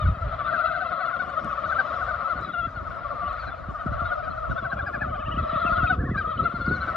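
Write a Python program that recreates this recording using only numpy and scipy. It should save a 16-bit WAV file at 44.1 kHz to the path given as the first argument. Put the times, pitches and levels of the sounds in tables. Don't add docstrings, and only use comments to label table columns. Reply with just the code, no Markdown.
import sys
import numpy as np
from scipy import signal
from scipy.fft import rfft, irfft, next_fast_len
from scipy.io import wavfile
from scipy.ndimage import uniform_filter1d, map_coordinates

SR = 44100
rng = np.random.default_rng(int(sys.argv[2]) if len(sys.argv) > 2 else 0)


def dump(signal):
    limited = np.clip(np.atleast_2d(signal).T, -1, 1)
    pcm = np.round(limited * 32767).astype(np.int16)
    wavfile.write(sys.argv[1], SR, pcm)


N = 306936

# (time [s], far frogs' level [dB], hiss level [dB], lift of the far frogs' overtones [dB])
CROWD_LEVELS = [(0.0, -32, -42.5, -5.5), (.18, -39, -48, -4), (0.31, -33, -41, 0),
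                (0.66, -29.5, -49.5, 4.5), (1.3, -33.5, -45.5, 1.5), (1.76, -30.5, -39.5, 1.5),
                (2.38, -31, -41, -5), (2.55, -42, -53, 6), (2.87, -37, -44, -7), (3.4, -34, -43.5, 4.5),
                (3.7, -42, -48.5, -6), (3.97, -31.5, -43.5, -3), (4.48, -34.5, -47.5, -4.5),
                (5.31, -36, -52, -4.5), (5.5, -29, -41, 2), (5.8, -29.5, -47.5, 3),
                (5.95, -42.5, -53.5, -8.5), (6.16, -39.5, -51, -0.5), (6.32, -38.5, -49.5, -0.5),
                (6.7, -38.5, -44.5, 1), (6.96, -35.5, -38.5, -2.5)]


def amp(db):
    return 10 ** (np.asarray(db) / 20)


def unit(x):
    return x / np.sqrt(np.mean(x ** 2) + 1e-20)


def along(points, hz):
    f, v = np.transpose(points)
    return np.interp(np.log(hz + 1), np.log(f + 1), v)


def curves(rows):
    s, *cols = np.transpose(rows)
    return [np.interp(np.arange(N) / SR, s, c) for c in cols]


def wobble(rate):
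    knots = rng.standard_normal(int(N * rate / SR) + 4)
    return map_coordinates(knots, [np.arange(N) * rate / SR])


def filtered(x, response):
    m = next_fast_len(N + SR // 2)
    hz = np.fft.rfftfreq(m, 1 / SR)
    return irfft(rfft(x, m) * response(hz), m)[..., :N]


def noise(spectrum, channels=1):
    white = rng.standard_normal((channels, N))
    return unit(filtered(white, lambda hz: amp(along(spectrum, hz))))


def frogs():
    crowd = amp(curves(CROWD_LEVELS)[0]) * unit(trills(count=66))
    voices = notes(skirt=1.2) + warbles() + crowd
    voices = filtered(voices, lambda hz: 1 / np.sqrt(1 + (hz / 4250) ** 12)) + rings()
    tail = marsh(voices, t60=0.2)
    return voices + amp(-14) * tail


def notes(skirt):
    vary_length, vary_glide, vary_pitch, vary_db = .2, 0.04904, 0.0093, 1.5
    glide, skew = -0.01954, .4
    rise, fall = .8, 1.2
    half = SR // 20
    out, t = np.zeros((2, N + SR)), np.arange(-half, half) / SR
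    for s, length, sag, hz, db, bright_db in sung():
        longer, steeper, higher, louder = np.tanh(rng.standard_normal(4))
        this_length = length * (1 + vary_length * longer)
        u = np.clip(t / np.where(t < 0, rise, fall) / this_length, -skirt, skirt)
        arch_db = 20 * np.log10(np.abs(np.cos(np.pi / 2 * u / skirt)) + 1e-6)
        fade_db = arch_db * np.array([[3], [5], [1.6]])
        swell_db = db + vary_db * louder + np.array([[-4.5], [0], [bright_db]]) + fade_db
        slope = glide - skew * sag + vary_glide * steeper
        pitch = hz * (1 + vary_pitch * higher) * (1 + slope * u - sag * u ** 2)
        add(out, s, pitch, swell_db, rough=.005, unsteady=0.7)
    return out[:, half:half + N]


def sung():
    # (first note [s], last note [s], notes [count],
    # middle note early by [s], note length scale [s], sag at both ends [share of pitch],
    # first pitch [Hz], last pitch [Hz], first level [dB], last level [dB], overtone lift [dB])
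    near_calls = [(0.018, 0.291, 5, -0.00073, .03, 0.13, 611, 689.7, -26, -39.5, 6),
                  (0.41, 0.654, 5, 0.009, 0.037, 0.098, 586.5, 667, -25.5, -19.5, 1),
                  (0.493, 0.666, 4, 0.003, .035, 0.099, 679.5, 689.6, -24.5, -21.5, -5),
                  (0.497, 0.817, 6, -0.00063, 0.042, .16, 743, 768, -28, -24, -8.5),
                  (0.918, 1.112, 4, 0.0047, .026, .16, 814, 824, -46, -38, -6),
                  (0.986, 1.207, 5, 0.013, .028, 0.18, 634.6, 752, -24.5, -21, 0.5),
                  (1.478, 1.769, 6, 0.0065, 0.026, .14, 633.6, 668, -27.5, -19, -33),
                  (1.556, 1.796, 5, 0.011, 0.024, 0.16, 688, 780, -38, -15, -6),
                  (1.938, 2.098, 3, -0.0019, .028, 0.13, 719, 752, -31.5, -25, -3),
                  (1.971, 2.115, 3, 0.0095, 0.026, .12, 629, 633, -22.5, -19.5, -10.5),
                  (2.151, 2.311, 4, -0.0076, 0.037, .16, 635, 681, -29.5, -19.5, -6),
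                  (2.397, 2.499, 3, 0.0083, 0.032, 0.14, 632, 686, -31, -26, -1.5),
                  (2.916, 3.044, 3, 0.023, 0.023, .14, 719, 756, -33, -46.5, 3),
                  (3.06, 3.524, 9, 0.0098, 0.032, .12, 578.8, 681.5, -27, -34, -15),
                  (3.697, 4.126, 8, 0.0052, 0.03316, 0.144, 603, 725, -29.5, -22.5, -4),
                  (4.319, 5.023, 11, 0.014, 0.028, 0.35, 673, 855.6, -28.5, -21, -5),
                  (4.502, 4.973, 8, 0, 0.029, 0.21, 562, 554, -32.5, -43.5, 4.5),
                  (4.729, 5.129, 6, -0.0069, .033, .1, 641, 637.6, -48, -25, -12.5),
                  (5.177, 5.908, 14, 0.0094, .03, .12, 600.4, 741.4, -32, -16, -3),
                  (5.584, 5.934, 7, -0.012, .027, .16, 642, 657.4, -21.5, -19.5, -1),
                  (6.293, 6.89, 12, 0.0039, 0.039, 0.086, 636.6, 750.8, -25.5, -25.5, -2),
                  (6.831, 6.964, 3, 0.00046, 0.043, 0.059, 665, 659, -23.5, -21, -5)]
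    # (middle [s], pitch [Hz], level [dB], overtone lift [dB])
    single_notes = [(0.065, 731, -30, 4), (0.159, 640, -28, -12), (0.23, 675, -24, -11),
                    (0.544, 800, -25, 0), (0.77, 665, -27, -7), (0.894, 675, -26.5, 3),
                    (0.932, 648, -23, -1), (1.052, 665, -23, -9), (1.322, 604, -32, 8),
                    (1.379, 640, -20.5, -2), (1.845, 599, -31.5, -8.5), (2.09, 595, -28, -12.5),
                    (2.448, 645, -32.5, 8), (2.682, 790, -43, -5), (2.77, 711, -30.5, 0),
                    (2.796, 660, -29, -13), (2.876, 636, -30, -3), (3.305, 650, -28.5, 3),
                    (3.44, 761, -33.5, 1), (3.49, 791, -32.5, 6), (3.8, 639, -32, 3), (4.1, 653, -25, 1.5),
                    (4.157, 647, -23, -29), (4.244, 801, -39.5, 13), (4.287, 651, -27, -16.5),
                    (4.437, 614, -24.5, -9), (5.054, 650, -26.5, 0), (5.289, 620, -25.5, -6.5),
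                    (5.389, 660, -25, 6), (5.499, 620, -28, 2.5), (5.558, 619, -19.5, -2),
                    (5.666, 665, -22.5, -6), (6.081, 550, -34, -7), (6.151, 840, -30, -5),
                    (6.157, 625, -26, -15), (6.186, 794, -20, 0), (6.215, 638, -25.5, 0),
                    (6.254, 635, -24.5, -12), (6.317, 640, -21.5, -2), (6.401, 654, -17, -7),
                    (6.424, 661, -23, -15), (6.461, 692, -16.5, -3), (6.731, 732, -24.5, -5)]
    single_length, single_sag = 0.02605, .14
    rows = [(s, single_length, single_sag, *rest) for s, *rest in single_notes]
    for first, last, count, early, length, sag, hz0, hz1, db0, db1, bright_db in near_calls:
        for u in np.linspace(0, 1, round(count)):
            s = first + (last - first) * u - 4 * early * u * (1 - u)
            hz = hz0 + (hz1 - hz0) * u
            db = db0 + (db1 - db0) * u
            rows.append((s, length, sag, hz, db, bright_db))
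    return rows


def add(out, s, pitch, swell_db, rough, unsteady=0.94, early=0, dull_db=0, mouth_hz=3000, mouth_db=0):
    # (multiple of the pitch,
    # level [dB], scatter [dB], flicker [dB], scatter of the left side's lead [rad])
    partials = [(1, -12, 7, 5.5, 1), (2, -1.5, -2, 1.5, 0.17), (3, -25, 3.5, 7.5, 0.11),
                (4, -34.5, 8, 10, .4), (5, -34.5, 5, 11, 0.49), (6, -35, 5.5, 13.5, 0.49),
                (7, -42, 3, 11.5, 0.57), (8, -49, -2, 7.5, .5)]
    # (time [s], level [dB])
    low_levels = [(0, -1), (1, -3), (2, -5), (3, -1), (4.2, 3.5), (5, 4), (5.7, 2.5), (6.96, -4.5)]
    mouth_width_hz = 410
    order, level_db, scatter_db, flicker_db, lead_scatter = np.transpose(partials)[..., None]
    count = len(partials)
    group = np.minimum(np.arange(count), 2)
    t = np.arange(len(pitch)) / SR
    knots = np.arange(int(t[-1] * 300) + 2) / 300
    shake = np.interp(t, knots, rng.standard_normal(len(knots)))
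    turns = np.cumsum(pitch * (1 + rough * shake)) / SR
    draw = np.tanh(rng.standard_normal((count, 3 + len(knots[::4]) + 1)))
    flicker = np.array([np.interp(t, np.arange(len(d)) / 75, d) for d in draw[:, 3:]])
    start, heard_s = max(round(s * SR), 0), s - early
    gain_db = swell_db[group] + level_db - dull_db * np.maximum(order - 3, 0)
    gain_db = gain_db + unsteady * (scatter_db * draw[:, :1] + flicker_db * flicker)
    gain_db = gain_db + mouth_db * np.exp(-((order * pitch - mouth_hz) / mouth_width_hz) ** 2)
    gain_db = gain_db + (order == 1) * np.interp(heard_s, *np.transpose(low_levels))
    tilt_db, lead = place(heard_s)[group].T[..., None]
    phase_shake = np.array([np.interp(t, knots, k) for k in rng.standard_normal((count, len(knots)))])
    phase = 2 * np.pi * (order * turns + draw[:, 2:3]) + unsteady * .35 * (order > 2) * phase_shake
    for side, half in enumerate((.5, -.5)):
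        wave = np.sin(phase + half * (lead + lead_scatter * draw[:, 1:2]))
        out[side, start:start + len(t)] += np.sum(amp(gain_db + half * tilt_db) * wave, 0)


def place(s):
    # (time [s], position [0 left to 1 near the centre])
    drift_points = [(0, 0.25), (.7, 0.0063), (2.2, 0), (2.8, 0.47), (3.9, 0.65), (4.6, 1), (6.96, 0.93)]
    # (left minus right [dB], left lead [rad])
    at_left = [(11, 0.5), (7.3, 0.69), (1.4, 0.97)]
    at_centre = [(1.8, 2.32), (4.34, 0.34), (.3, 0.54)]
    drift = np.interp(s, *np.transpose(drift_points))
    return (1 - drift) * np.array(at_left) + drift * np.array(at_centre)


def warbles():
    # (start [s], end [s], throbs [per s], first throb after [s], first pitch [Hz],
    # last pitch [Hz], waver [share of pitch], fundamental [dB], octave [dB], overtones [dB],
    # loss per partial above the third [dB], mouth resonance [Hz], its lift [dB])
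    wavering_calls = [(2.532, 2.673, 16.5, .002, 708, 657, 0.025, -25, -23, -25.5, 0.5, 3080, 16.5),
                      (5.084, 5.375, 18, 0.017, 670, 930, 0.12, -31, -43, -26.5, 10.5, 3100, 21.5),
                      (5.982, 6.148, 18, .026, 515, 644, 0.081, -49, -64, -11.5, 19, 1900, -2.5),
                      (3.185, 3.33, 16, 0.017, 595, 560, 0.02, -31, -27, -38, 0, 3000, 5),
                      (6.64, 6.765, 17, 0.031, 700, 735, 0.0088, -28.5, -20.5, -31, -2, 4200, 8.5),
                      (6.24, 6.33, 17.6, .03, 580, 635, 0.014, -35, -27.5, -29, 2, 2500, 6)]
    throb_db = [
        [2.5],
        [2.5],
        [1.5],
    ]
    edge_s = .012
    out = np.zeros((2, N + SR))
    for start, end, rate, first, hz0, hz1, waver, *levels_db, dull_db, mouth_hz, mouth_db in wavering_calls:
        t = np.arange(round((end - start) * SR)) / SR
        throb = np.cos(2 * np.pi * rate * (t - first))
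        ends_db = 20 * np.log10(np.minimum(1, np.minimum(t, t[::-1]) / edge_s) + 1e-6)
        swell_db = np.array(levels_db)[:, None] + np.array(throb_db) * (throb - 1) + ends_db
        pitch = np.linspace(hz0, hz1, len(t)) * (1 + waver * throb)
        add(out, start, pitch, swell_db, rough=0.0013, unsteady=0.4,
            dull_db=dull_db, mouth_hz=mouth_hz, mouth_db=mouth_db)
    return out[:, :N]


def rings():
    # (middle [s], length scale [s], first pitch [Hz], last pitch [Hz], arch height [Hz], level [dB])
    ringing_tones = [(2.454, 0.073, 3990, 3750, 64, -49), (2.505, 0.043, 3450, 3310, 26, -52),
                     (2.529, 0.018, 3750, 3700, 24, -46.5), (3.269, 0.035, 2950, 2730, 62, -48),
                     (3.415, 0.057, 4660, 3970, 56, -51.5), (3.48, 0.033, 4070, 3840, 101, -48.5),
                     (3.521, 0.047, 3430, 3370, 88.5, -53.5), (4.07, 0.055, 3670, 3760, 66, -49),
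                     (4.314, 0.035, 4000, 3880, 192, -53.5), (4.513, .03, 3670, 3770, 62, -54),
                     (4.587, 0.026, 3500, 3520, 78, -46), (4.708, 0.019, 3900, 3970, 52, -51.5),
                     (4.74, 0.024, 5700, 5530, 67, -66), (4.788, .04, 3330, 3250, 56, -54),
                     (4.825, 0.023, 3400, 3710, 54, -51), (4.794, 0.05, 2250, 1960, 298, -46.5),
                     (4.882, .05, 2350, 1940, 298, -50), (4.957, 0.046, 2310, 1920, 300, -46.5),
                     (5.017, .045, 2300, 2130, 280, -46), (4.878, 0.028, 4930, 4540, 152, -55),
                     (4.958, 0.036, 4700, 4480, 251, -63), (5.675, 0.038, 2600, 2210, 278.5, -33.5),
                     (5.136, 0.06, 3190, 3090, -75, -60), (5.201, .03, 3030, 2860, 48, -50),
                     (5.271, 0.033, 2920, 2920, 43, -48), (5.34, 0.052, 3200, 3020, 59, -51.5),
                     (5.72, 0.061, 4300, 4520, 75, -56), (5.811, 0.045, 2750, 2570, 76, -43),
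                     (5.874, 0.018, 2590, 2400, 24, -33), (5.896, 0.041, 3750, 3660, 22.5, -38.5),
                     (5.502, 0.054, 3800, 3760, 104, -53.5), (6.277, 0.023, 3320, 3180, 40, -53),
                     (6.32, .025, 3030, 3015, 145.5, -46.5), (6.38, 0.013, 2890, 2890, 150.5, -40),
                     (6.439, 0.022, 3600, 4330, 77, -50), (6.501, .035, 2710, 2650, 57, -53),
                     (6.52, 0.028, 3220, 3000, 38, -61), (6.568, 0.037, 4260, 4250, 351, -62),
                     (6.62, .03, 3400, 3430, 59, -53), (6.695, .025, 4000, 3900, 42, -51.5),
                     (6.883, 0.02, 3780, 3760, 28, -50), (6.558, 0.036, 3400, 3410, 79, -61),
                     (6.623, 0.054, 4240, 4120, 99, -55), (6.663, 0.01, 4630, 4430, 77, -46.5),
                     (6.76, 0.028, 4020, 4000, 149, -46), (6.816, 0.025, 3800, 4240, 98, -42.5)]
    out = np.zeros((2, N + SR))
    for s, length, hz0, hz1, arch_hz, db in ringing_tones:
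        u = np.linspace(-1, 1, round(length * 1.2 * SR))
        shake = np.interp(u, np.linspace(-1, 1, 12), rng.standard_normal(12))
        pitch = hz0 + (hz1 - hz0) * (u + 1) / 2 + arch_hz * (1 - u ** 2)
        phase = 2 * np.pi * np.cumsum(pitch) / SR + 0.76 * shake
        swell = np.cos(np.pi / 2 * u) ** 1.3
        tilt_db, lead = place(s)[2]
        start = round(s * SR) - len(u) // 2
        for side, half in enumerate((.5, -.5)):
            tone = amp(db + half * tilt_db) * swell * np.sin(phase + half * lead)
            out[side, start:][:len(u)] += tone
    return out[:, :N]


def trills(count, seconds=0.91):
    out = np.zeros((2, N + 3 * SR))
    t = np.arange(seconds * SR) / SR
    edges = np.minimum(t / 0.05, (seconds - t) / 0.056)
    ends_db = 20 * np.log10(np.minimum(1, edges) + 1e-6)
    bright_db = np.pad(curves(CROWD_LEVELS)[2], (SR, 2 * SR), "edge")
    for i, (pace, pitch, size, turn) in enumerate(np.tanh(rng.standard_normal((count, 4)))):
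        s = (N / SR + 1) * i / count
        cycle = 2 * np.pi * (16 * (1 + .22 * pace) * t + turn + 0.301 * np.sin(7 * t + 5 * size))
        throb = np.cos(cycle)
        climb = 1 + .19 * t / seconds
        waver = 1 + 0.047 * throb - 0.029 * np.sin(cycle)
        hz = 558 * (1 + .095 * pitch) * climb * waver
        swell_db = np.array([[10.5], [10.5], [6]]) * (throb - 1)
        swell_db = swell_db + 1.1 * size + 5 * t / seconds + ends_db + [[1.5], [0], [0]]
        swell_db = swell_db + [[0], [0], [1]] * bright_db[round(s * SR):][:len(t)]
        add(out, s, hz, swell_db, rough=0.0047, early=0.94)
    return out[:, SR:N + SR]


def marsh(x, t60):
    t = np.arange(int(t60 * SR)) / SR
    tail = rng.standard_normal((2, len(t))) * amp(-60 * t / t60)
    return signal.fftconvolve(x, tail / np.linalg.norm(tail[0]), axes=1)[:, :N]


def hiss_rustle_and_ticks():
    # (frequency [Hz], level [dB per Hz])
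    hiss_spectrum = [(350, -18.5), (550, 5), (880, 0), (1300, 1.5), (1900, -5.5), (2600, -17), (3800, -20),
                     (5300, -31.5), (7000, -52.5), (9000, -120)]
    # (time [s], level [dB])
    rustle_levels = [(0.0, -75), (0.15, -77), (.9, -78.5), (1.3, -70), (1.9, -67), (2.5, -73.5),
                     (3.3, -74.5), (3.7, -77.5), (4, -73.5), (4.4, -76.5), (5, -77.5), (5.85, -73.5),
                     (6.05, -77.5), (6.5, -79), (6.96, -68.5)]
    # (frequency [Hz], level [dB per Hz])
    rustle_spectrum = [(3000, -23), (5000, 2.5), (6900, -8), (8200, -16), (9200, -59), (14000, -63.5),
                       (15500, -45)]
    # (time [s], level [dB])
    tick_list = [(0.493, -49), (1.303, -46.5), (1.4457, -38), (2.145, -55), (2.4123, -46), (3.33, -49),
                 (3.823, -49), (3.865, -47.5), (5.8547, -49.5)]
    hiss_db = curves(CROWD_LEVELS)[1] + np.tanh(wobble(20))
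    hiss = amp(hiss_db) * spread(hiss_spectrum, patchy_db=2)
    rustle_db = curves(rustle_levels)[0] + 2.4 * wobble(17)
    rustle = amp(rustle_db) * spread(rustle_spectrum, patchy_db=4.5)
    ticks, t = np.zeros(N + SR), np.arange(SR // 100) / SR
    for s, db in tick_list:
        ticks[round(s * SR):][:len(t)] += amp(db - 60 * t / 0.0047) * rng.standard_normal(len(t))
    tick_colour = lambda hz: np.clip(hz / 5000, 0, 1) ** 2 / (1 + (hz / 9000) ** 8)
    return hiss + rustle + filtered(ticks[:N], tick_colour)


def spread(spectrum, patchy_db):
    # (frequency [Hz], left-right likeness [0 to 1])
    likeness = [(500, 0.72), (1800, 0.93), (4000, 0.54), (8000, 0.69)]
    turn = lambda hz: np.arccos(np.clip(along(likeness, hz), -1, 1)) / 2
    z = signal.stft(noise(spectrum, channels=2), nperseg=512)[2]
    field = uniform_filter1d(rng.standard_normal(z.shape[1:]), size=5, axis=0)
    field = uniform_filter1d(field, size=6, axis=1)
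    patchy = signal.istft(z * amp(patchy_db * unit(field)), nperseg=512)[1]
    pair = unit(patchy[:, :N])
    mid, side = filtered(pair, lambda hz: np.array([np.cos(turn(hz)), np.sin(turn(hz))]))
    return np.array([mid + side, mid - side])


def wind():
    # (time [s], low level [dB], upper level above the low one [dB])
    buffet_levels = [(0.0, -31, -6), (0.06, -21.5, -23), (0.11, -22.5, -23.5), (0.17, -46, -5),
                     (0.23, -28.5, -22), (0.52, -45, -2.5), (0.91, -51.5, 0), (1.4, -48, 2.5),
                     (1.76, -39.5, -10), (1.86, -50.5, 4), (2.13, -38.5, -12), (2.29, -51.5, -0.5),
                     (2.42, -32, -5.5), (2.46, -43.5, -4), (3.78, -44, -8), (3.86, -50, -2),
                     (3.89, -32, -12), (4.11, -31, -27), (4.13, -42.5, -10), (4.46, -39, -15),
                     (4.52, -25, -12.5), (4.57, -45.5, -9), (4.65, -28.5, -18.5), (4.71, -47, -6),
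                     (4.77, -32.5, -12.5), (4.81, -37, -10), (5.39, -33, -7.5), (5.43, -28, -3),
                     (5.46, -43, -7), (5.85, -34, -1), (5.87, -43, 0), (5.99, -26, -3.5),
                     (6.14, -31.5, -6.5), (6.25, -40, -3), (6.37, -39.5, -4), (6.43, -33.5, -1),
                     (6.5, -39, -4), (6.6, -37.5, 2), (6.65, -37, -7), (6.72, -29, 0), (6.8, -34, -7),
                     (6.96, -40.5, -2)]
    # (frequency [Hz], level [dB per Hz])
    rumble_spectrum = [(15, -41), (25, -15.5), (33, -9), (46, 4.5), (71, 7.5), (120, 0), (200, -18),
                       (400, -75), (900, -120)]
    flutter_spectrum = [(60, -33), (130, 2.5), (180, 0.5), (270, -2), (380, -8.5), (520, -8), (750, -44),
                        (1500, -120)]
    # (time [s], level before its rise and fade [dB], nominal pitch [Hz]; it settles at 0.7 of that)
    slap_list = [(0.04, -22, 68.6), (0.086, -19.5, 79), (0.169, -24, 70.2), (0.206, -34, 79),
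                 (0.262, -28, 62.4), (2.352, -27, 68.4), (2.669, -20.5, 126), (2.769, -23.5, 74),
                 (3.601, -31.5, 51), (3.684, -18.5, 86.6), (3.859, -11, 164), (3.916, -20, 70.5),
                 (4.016, -20, 110), (4.376, -35, 124), (4.494, -21.5, 88), (4.625, -23.5, 152),
                 (4.73, -21, 126), (4.824, -29.5, 89), (4.941, -21.5, 110.5), (5.016, -18, 116),
                 (5.064, -18.5, 182), (5.099, -20, 100), (5.151, -31, 74), (5.28, -17, 86),
                 (5.339, -18, 165), (5.371, -14, 191), (5.404, -24, 62.6), (5.528, -17.5, 159),
                 (5.556, -17.5, 132), (5.647, -13, 213), (5.716, -19, 59), (5.775, -17, 150),
                 (5.829, -11.5, 97), (5.923, -18.5, 79.5), (5.981, -15, 70), (6.036, -8.5, 142.5),
                 (6.089, -13, 111), (6.112, -9.5, 169), (6.156, -16.5, 135), (6.401, -15.5, 127),
                 (6.538, -14.5, 139), (6.433, -16.5, 150), (6.613, -17.5, 192), (6.676, -8.5, 163),
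                 (6.709, -8.5, 207), (6.839, -33, 53.7)]
    low_db, upper_db = curves(buffet_levels)
    low = amp(low_db) * unit(amp(2.0 * wobble(13)) * noise(rumble_spectrum, channels=2))
    flutter = unit(amp(4.06 * wobble(35)) * noise(flutter_spectrum, channels=2))
    upper = amp(low_db + upper_db) * flutter
    mid, side = low * amp([[0], [-21]]) + upper * amp([[0], [-5]])
    slaps, t = np.zeros(N + SR), np.arange(SR // 10) / SR
    for s, db, hz in slap_list:
        turns = .7 * hz * t + 1.6 * (1 - np.exp(-t / 0.0043))
        envelope = (1 - np.exp(-t / 0.0035)) ** 2 * np.exp(-t * hz / 1.21)
        slaps[round(s * SR):][:len(t)] += amp(db) * np.sin(2 * np.pi * turns) * envelope
    return slaps[:N] + np.array([mid + side, mid - side])


def scene():
    # (time [s], share lost [0 to 1])
    gap_shares = [(0, 0.16), (2.4, 0.29), (3.9, 0.14), (4.4, 0.24), (5.3, 0.46), (6, 0.68), (6.5, 0.57),
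                  (6.96, 0.37)]
    gap_hz, gap_width_hz = 840, 68
    chorus = frogs() + hiss_rustle_and_ticks()
    gap = filtered(chorus, lambda hz: np.exp(-((hz - gap_hz) / gap_width_hz) ** 4))
    return chorus - np.clip(curves(gap_shares)[0], 0, 1) * gap + wind()


def record(dry):
    # (frequency [Hz], level [dB per Hz])
    port_spectrum = [(4000, -12.5), (7000, -2), (11000, -5), (13500, -10), (15500, -5)]
    # (time [s], level [dB])
    bass_width = [(0, -0.5), (.7, -1.5), (2.2, -3.5), (2.6, -18), (2.85, 7.5), (4.55, 14), (4.7, -49.5),
                  (6.96, -60)]
    top_hz = 15720
    mid, side = (dry[0] + dry[1]) / 2, (dry[0] - dry[1]) / 2
    side = side + amp(-74.5 + 2.5 * wobble(10)) * noise(port_spectrum)[0]
    bass = filtered(side, lambda hz: 1 / (1 + (hz / 330) ** 16))
    side = side - bass * (1 - amp(curves(bass_width)[0]))
    return filtered(np.array([mid + side, mid - side]), lambda hz: hz < top_hz)


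dry = scene()
out = record(dry)
dump(out)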